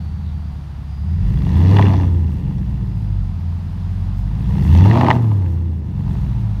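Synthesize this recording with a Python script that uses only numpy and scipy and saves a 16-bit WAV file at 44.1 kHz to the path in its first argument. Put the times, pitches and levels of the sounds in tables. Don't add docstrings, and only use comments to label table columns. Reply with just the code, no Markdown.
import sys
import numpy as np
from scipy import signal
from scipy.fft import rfft, irfft, next_fast_len
from scipy.io import wavfile
from scipy.ndimage import uniform_filter1d, map_coordinates

SR = 44100
rng = np.random.default_rng(int(sys.argv[2]) if len(sys.argv) > 2 else 0)


def unload_audio(sound):
    columns = np.transpose(np.atleast_2d(sound))
    steps = np.round(np.clip(columns, -1, 1) * 32767)
    wavfile.write(sys.argv[1], SR, steps.astype(np.int16))


def volts(x):
    e = np.asarray(x, float) / 20
    return 10 ** e


N = 291060
T = np.arange(N) / SR


def unit(x):
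    return x / np.sqrt(np.mean(x ** 2) + 1e-20)


def steady(x, reference, seconds):
    size = int(seconds * SR)
    power = uniform_filter1d(uniform_filter1d(reference ** 2, size), size)
    return x / np.sqrt(np.abs(power) + 1e-12)


def curves(rows):
    seconds, *columns = np.transpose(rows)
    return [np.interp(T, seconds, column) for column in columns]


def wobble(rate, step=1):
    knots = rng.standard_normal(int(N * rate / SR) + 4)
    return map_coordinates(knots, [T[::step] * rate])


def filtered(x, response):
    size = next_fast_len(N + SR // 2)
    return irfft(rfft(x, size) * response(np.fft.rfftfreq(size, 1 / SR)), size)[:N]


def resonances(modes):
    def response(f):
        total = 0
        for k, (hz, width, db) in enumerate(modes):
            damping = 1j * f * width
            total = total + (-1) ** k * volts(db) * damping / (hz * hz - f * f + damping)
        return total
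    return response


def coloured(spectrum):
    hz, db = np.transpose(spectrum)
    noise = rng.standard_normal(N)
    return unit(filtered(noise, lambda f: volts(np.interp(np.log(f + 1), np.log(hz), db))))


def puffs(at, sizes, t60, noisy):
    clicks = np.bincount(at, sizes, N)[:N]
    gusts = signal.lfilter([1], [1, -volts(-60 / (t60 * SR))], clicks)
    gusts = uniform_filter1d(gusts, size=40, origin=19)
    return clicks + noisy * gusts * rng.standard_normal(N)


# time in seconds, speed in firings per second.
FIRING_RATE = [(0, 39), (.24, 39.6), (.75, 34.5), (.98, 35), (1.2, 45), (1.32, 56.3), (1.76, 102.5),
               (2.64, 63.2), (3.4, 42), (4.2, 47.3), (4.4, 55), (4.79, 87.5), (4.93, 116.5), (5.04, 125.5),
               (5.17, 121.7), (5.5, 83.5), (5.66, 83.5), (6.6, 49)]
# time in seconds, opening from 0 to 1.
THROTTLE_OPENING = [(0, 0.03), (.95, 0.07), (1.3, 0.67), (1.68, 0.77), (1.82, 0.79), (2.12, 0.34),
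                    (2.5, 0.37), (2.83, 0.29), (3.5, 0), (4.2, 0), (4.58, 0.64), (4.78, 0.93), (4.96, 0.49),
                    (5.05, 0.37), (5.35, 0), (5.88, 0.08), (6.25, 0.21), (6.6, 0)]
# full from and until in seconds, strength from 0 to 1.
PIPE_BURNS = [
    (1.76, 2.019, .7),
    (4.999, 5.125, 0.86),
]
BURN_RISE_S, BURN_FALL_S = 0.33, 0.1
# time in seconds, gain in dB.
GAIN_CONTROL = [(0, 1.5), (1.2, 1.5), (2.3, -2.5), (3.2, 2), (4.5, 4), (5.5, -0.5), (5.8, -6.5), (6.1, 4),
                (6.6, 4)]


def engine():
    rate = uniform_filter1d(curves(FIRING_RATE)[0], size=2000)
    throttle, = curves(THROTTLE_OPENING)
    burn = np.zeros(N)
    for start, end, strength in PIPE_BURNS:
        burn += strength * np.interp(T, [start - BURN_RISE_S, start, end, end + BURN_FALL_S], [0, 1, 1, 0])
    octaves = np.log2(rate / 50)
    controls = np.array([np.ones(N), octaves, throttle, burn, curves(GAIN_CONTROL)[0]])
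    return rate, lambda law: np.dot(law, controls)


def firings(turns, lag):
    late = np.floor(turns - lag)
    at = np.flatnonzero(np.diff(late)) + 1
    return at, late[at].astype(int)


def in_pipe(points, hz):
    f, db = np.transpose(points)
    return np.interp(np.log(hz), np.log(f), db)


# level in dB of the crank line k/8 above a firing order, k = 0..7.
CRANK_LINES = [0, -14, -8, 0, -17.5, -7, -1, -10.5]
# frequency in Hz, width in Hz, level in dB.
PIPE_MODES = [(44, 6.3, 1.5), (97.4, 28.1, -0.5), (118.5, 11.4, -2), (139.6, 14.1, -0.5),
              (192.5, 13.5, -0.5)]


def burble(rate, turns):
    step, grid_hz = 20, np.arange(600.)
    pipe = resonances(PIPE_MODES)
    gain = np.abs(pipe(grid_hz)) / (1 + (grid_hz / 235) ** 6)
    lines = np.zeros(len(T[::step]))
    for k in range(4, 41):
        if k in (8, 16):
            continue
        order = k / 8
        size = volts(CRANK_LINES[k % 8] + 2.2 * wobble(4, step)) * np.interp(order * rate[::step], grid_hz, gain)
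        thin = min(order, 1) ** 0.38
        phase = 2 * np.pi * (order * turns[::step] + rng.random()) + .22 * wobble(5, step)
        lines += thin * size * np.cos(phase)
    lines = unit(signal.resample_poly(lines, step, 1)[:N])
    turbulence = unit(filtered(rng.standard_normal(N), lambda f: pipe(f) * np.minimum(f / 110, 1) ** 2))
    return lines + np.clip(rate / 550, 0, 1) * turbulence


# frequency in Hz, width in Hz, level in dB.
UPPER_PIPE_MODES = [(223.3, 16.7, 4.5), (278.6, 16.5, 2), (301.2, 12.8, 0), (339.3, 24.3, -1.5),
                    (402.1, 7.5, -4.5), (438.2, 11, -7.5), (514, 35, -13)]
# frequency in Hz, gain in dB.
FIRST_ORDER_GAIN = [(41, -40), (48, -19.5), (54, -28.5), (62, -24), (71, -33), (81, -16.5), (105, -11),
                    (126, -15.5)]
SECOND_ORDER_GAIN = [(70, -31), (80, -25.5), (113, -27.5), (128, -30), (142, -23), (160, -44.5),
                     (192, -32.5), (230, -68.5)]
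# dB at 50 firings per second, dB per octave of speed,
# dB at full throttle, dB at full afterburn, share of the gain control.
FIRST_LAW = (-1.24, -0.83, 11.5, -6, 0.38)
SECOND_LAW = (0.22, 0.3, 8.5, 14.5, .6)
BURBLE_LAW = (-30.5, 3, 12, 0, 0.41)
ROAR_LAW = (-46.5, 14.5, 8, 7, 0.24)
STALL_RATE, STALL_DB_PER_OCT = 40.2, 18


def boom(rate, turns, level):
    first_db = level(FIRST_LAW) + in_pipe(FIRST_ORDER_GAIN, rate)
    second_db = level(SECOND_LAW) + in_pipe(SECOND_ORDER_GAIN, 2 * rate) + 3.0 * wobble(6)
    clean = volts(first_db) * np.cos(2 * np.pi * turns) + volts(second_db) * np.cos(4 * np.pi * turns - .6)

    low = burble(rate, turns)
    upper = filtered(low, lambda f: f > 125)
    stall_db = STALL_DB_PER_OCT * np.minimum(np.log2(rate / STALL_RATE), 0)
    burbling = volts(level(BURBLE_LAW) + stall_db) * steady(low, upper, seconds=0.14)

    at, number = firings(turns, lag=0.2977)
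    sizes = volts(3.5 * rng.standard_normal(1000)[number % 1000])
    gas = unit(puffs(at, sizes, t60=.04, noisy=.08)) + .45 * rng.standard_normal(N)
    roar = filtered(gas, resonances(UPPER_PIPE_MODES))
    return np.sqrt(2) * clean + burbling + volts(level(ROAR_LAW)) * steady(roar, roar, seconds=0.085)


def aside(f):
    return 1 / (1 + 1.4j * f / 6000 - (f / 6000) ** 2) ** 2


# frequency in Hz, width in Hz, level in dB.
BOX_MODES = [(608, 73, -4), (657.5, 32, 3), (885, 191, 3), (1054, 75, -4), (1104, 41, -10.5),
             (1262, 120, -10.5)]


def box(f):
    return resonances(BOX_MODES)(f) * aside(f) / (1 + 1j * f / 2500)


def tip_mode(mode):
    hz, width, db = mode
    return lambda f: volts(db) * resonances([(hz, width, 0)])(f) ** 2 * aside(f)


# frequency in Hz, width in Hz, level in dB.
TIP_MODES = [(1859, 550, -2), (2744, 450, -5), (3414, 280, -6.5), (4200, 1800, -13), (5800, 1300, -14.5)]
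BOX_LAW = (-55, 11, 5, 16.5, 1.14)
TIP_LAW = (-58.5, 6.5, 18, 9, 0.62)


def rasp(turns, box_db, tip_db):
    at, number = firings(turns, lag=.3)
    luck = rng.standard_normal((1000, 1 + len(TIP_MODES)))[number % 1000]
    opened = np.clip((box_db + 62) / 25, .5, .62)
    swirl = (1 - opened) * volts(2.6 * wobble(18))

    def ring(response, size_db):
        blasts = unit(puffs(at, volts(size_db), t60=.021, noisy=.4))
        return filtered(opened * blasts + swirl * rng.standard_normal(N), response)

    low = ring(box, 2.4 * luck[:, 0])
    tip = np.zeros(N)
    for k, mode in enumerate(TIP_MODES):
        tip += ring(tip_mode(mode), 1.5 * luck[:, 0] + 3 * luck[:, k + 1])
    low = volts(box_db - 0.46) * steady(low, low, seconds=0.21)
    return low + volts(tip_db - 5.56) * steady(tip, tip, seconds=0.033)


# frequency in Hz, density in dB per Hz.
JET_COLOUR = [(4710, -6.5), (8000, -3), (9570, -6.5), (10400, -7.5), (12800, -5.5), (15800, -12.5)]
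HISS_LAW = (-71.5, 9.5, 13, -2.5, 0.8)


def jet(turns, jet_db):
    puffing = volts(3 * np.cos(2 * np.pi * turns) + 1.9 * wobble(22) + 2.5 * wobble(200))
    return volts(jet_db - 1.5) * unit(puffing * coloured(JET_COLOUR))


# time in seconds, frequency in Hz, level in dB.
PUMP_WHINE = [(0, 4500, -62), (.33, 4640, -69), (.5, 4740, -67), (.82, 4800, -74), (.92, 4910, -63),
              (1.05, 4935, -63), (1.65, 4935, -66), (2.2, 4930, -76), (2.8, 4935, -76), (2.9, 4945, -66),
              (3.6, 4955, -69), (4.15, 4965, -67), (4.8, 4970, -80), (6.6, 4970, -86)]


def pump():
    hz, db = curves(PUMP_WHINE)
    phase = 2 * np.pi * np.cumsum(hz + 2 * wobble(40)) / SR
    partials = [(1, 0), (2, -19), (.973, -11), (.945, -10), (1.864, -21)]  # (multiple, dB)
    tone = sum(volts(d) * np.sin(k * phase) for k, d in partials)
    return np.sqrt(2) * volts(db - 1 + 1.3 * wobble(14)) * tone


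# frequency in Hz, density in dB per Hz.
STREET_COLOUR = [(130, -29.5), (220, 0), (338, -17.5), (466, -21.5), (588, -23), (691, -16), (953, -18.5),
                 (2250, -29), (4130, -32), (6460, -41), (7730, -42), (12700, -48.5), (15800, -54.5)]


def street():
    level_db = -46.5 + curves(GAIN_CONTROL)[0] + 0.52 * wobble(3.2)
    return volts(level_db) * coloured(STREET_COLOUR)


# start in seconds, length in seconds, start in Hz, end in Hz, level in dB.
SHOE_SCUFFS = [
    (.23, .12, 4000, 3500, -55),
    (6.05, .4, 3900, 3500, -60),
    (4.38, .13, 4200, 2800, -60),
]


def scuffs():
    out = np.zeros(N)
    for start, length, start_hz, end_hz, db in SHOE_SCUFFS:
        u = np.clip((T - start) / length, 0, 1)
        hz = start_hz + (end_hz - start_hz) * u
        carrier = np.sin(2 * np.pi * np.cumsum(hz) / SR)
        out += volts(db) * np.sin(np.pi * u) ** .5 * wobble(900) * carrier
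    return out


# time in seconds, level in dB.
THROTTLE_SNAPS = [
    (1.302, -59.5),
    (4.191, -60),
]


def spit():
    snap_s = .025
    swell = sum(volts(db) * np.exp(-((T - s) / snap_s) ** 2) for s, db in THROTTLE_SNAPS)
    return swell * coloured(JET_COLOUR)


# time in seconds, peak in dB, brightness in dB.
LATE_BURNS = [(1.467, -23, -9), (1.767, -13.5, 2.5), (1.786, -9, -3), (1.794, -4.5, -26), (1.813, -20, 1),
              (1.824, -16.5, 4), (1.856, -22, 2.5), (1.866, -16.5, -1.5), (1.897, -27.5, -19),
              (1.94, -13.5, -13), (2.037, -25, -21), (5.27, -33, -27), (4.75, -16.5, -15),
              (4.806, -30.5, 2), (4.857, -11.5, -17), (4.912, -14, -1), (4.931, -12.5, -22),
              (4.956, -7, -38), (4.974, -5.5, -38), (5.011, -3.5, -9), (5.046, -7, -15), (5.064, -21, 5),
              (5.07, -12, -10), (5.085, -1, -31), (5.103, -2.5, -2), (5.111, 1.5, -8.5),
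              (5.153, -14.5, -35), (5.243, -23.5, -15), (5.317, -21, -22), (5.461, -38.5, 5.5)]
# time in seconds, colour in Hz.
POP_COLOUR = [
    (1.8, 2350),
    (4.8, 1850),
]


def pops():
    s, db, bright_db = np.transpose(LATE_BURNS)
    at = (s * SR).astype(int)
    colour_hz = curves(POP_COLOUR)[0][at]
    out = filtered(puffs(at, volts(db + 30), t60=0.011, noisy=0.08), box)
    out += filtered(puffs(at, volts(db + 28), t60=0.01, noisy=0), resonances(PIPE_MODES[:1]))
    for mode in TIP_MODES:
        off_db = -13 * np.abs(np.log2(mode[0] / colour_hz))
        cracks = puffs(at, volts(db + bright_db + off_db + 24.0), t60=0.0092, noisy=0.51)
        out += filtered(cracks, tip_mode(mode))
    return out


# frequency in Hz, width in Hz, depth from 0 to 1.
PORT_DIPS = [(7730, 700, 0.43), (10400, 420, 0.4)]


def port(f):
    return np.prod([1 - np.clip(depth, 0, .9) * np.exp(-((f - hz) / width) ** 2)
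                    for hz, width, depth in PORT_DIPS], axis=0)


def scene():
    rate, level = engine()
    turns = np.cumsum(rate) / SR
    exhaust = boom(rate, turns, level) + rasp(turns, level(BOX_LAW), level(TIP_LAW)) + pops()
    airy = filtered(jet(turns, level(HISS_LAW)) + spit() + street(), port)
    return (exhaust + pump() + scuffs() + airy)[None]


def top_cut(x):
    return signal.sosfilt(signal.butter(12, 16150, fs=SR, output="sos"), x)


def record(dry):
    bass_cut = signal.butter(8, 40, "high", fs=SR, output="sos")
    cut = signal.sosfilt(bass_cut, dry) * np.minimum(T / .004, 1)
    clipped = cut / (1 + np.abs(cut / 1.07) ** 8) ** (1 / 8)
    return top_cut(clipped)


dry = scene()
out = record(dry)
unload_audio(out)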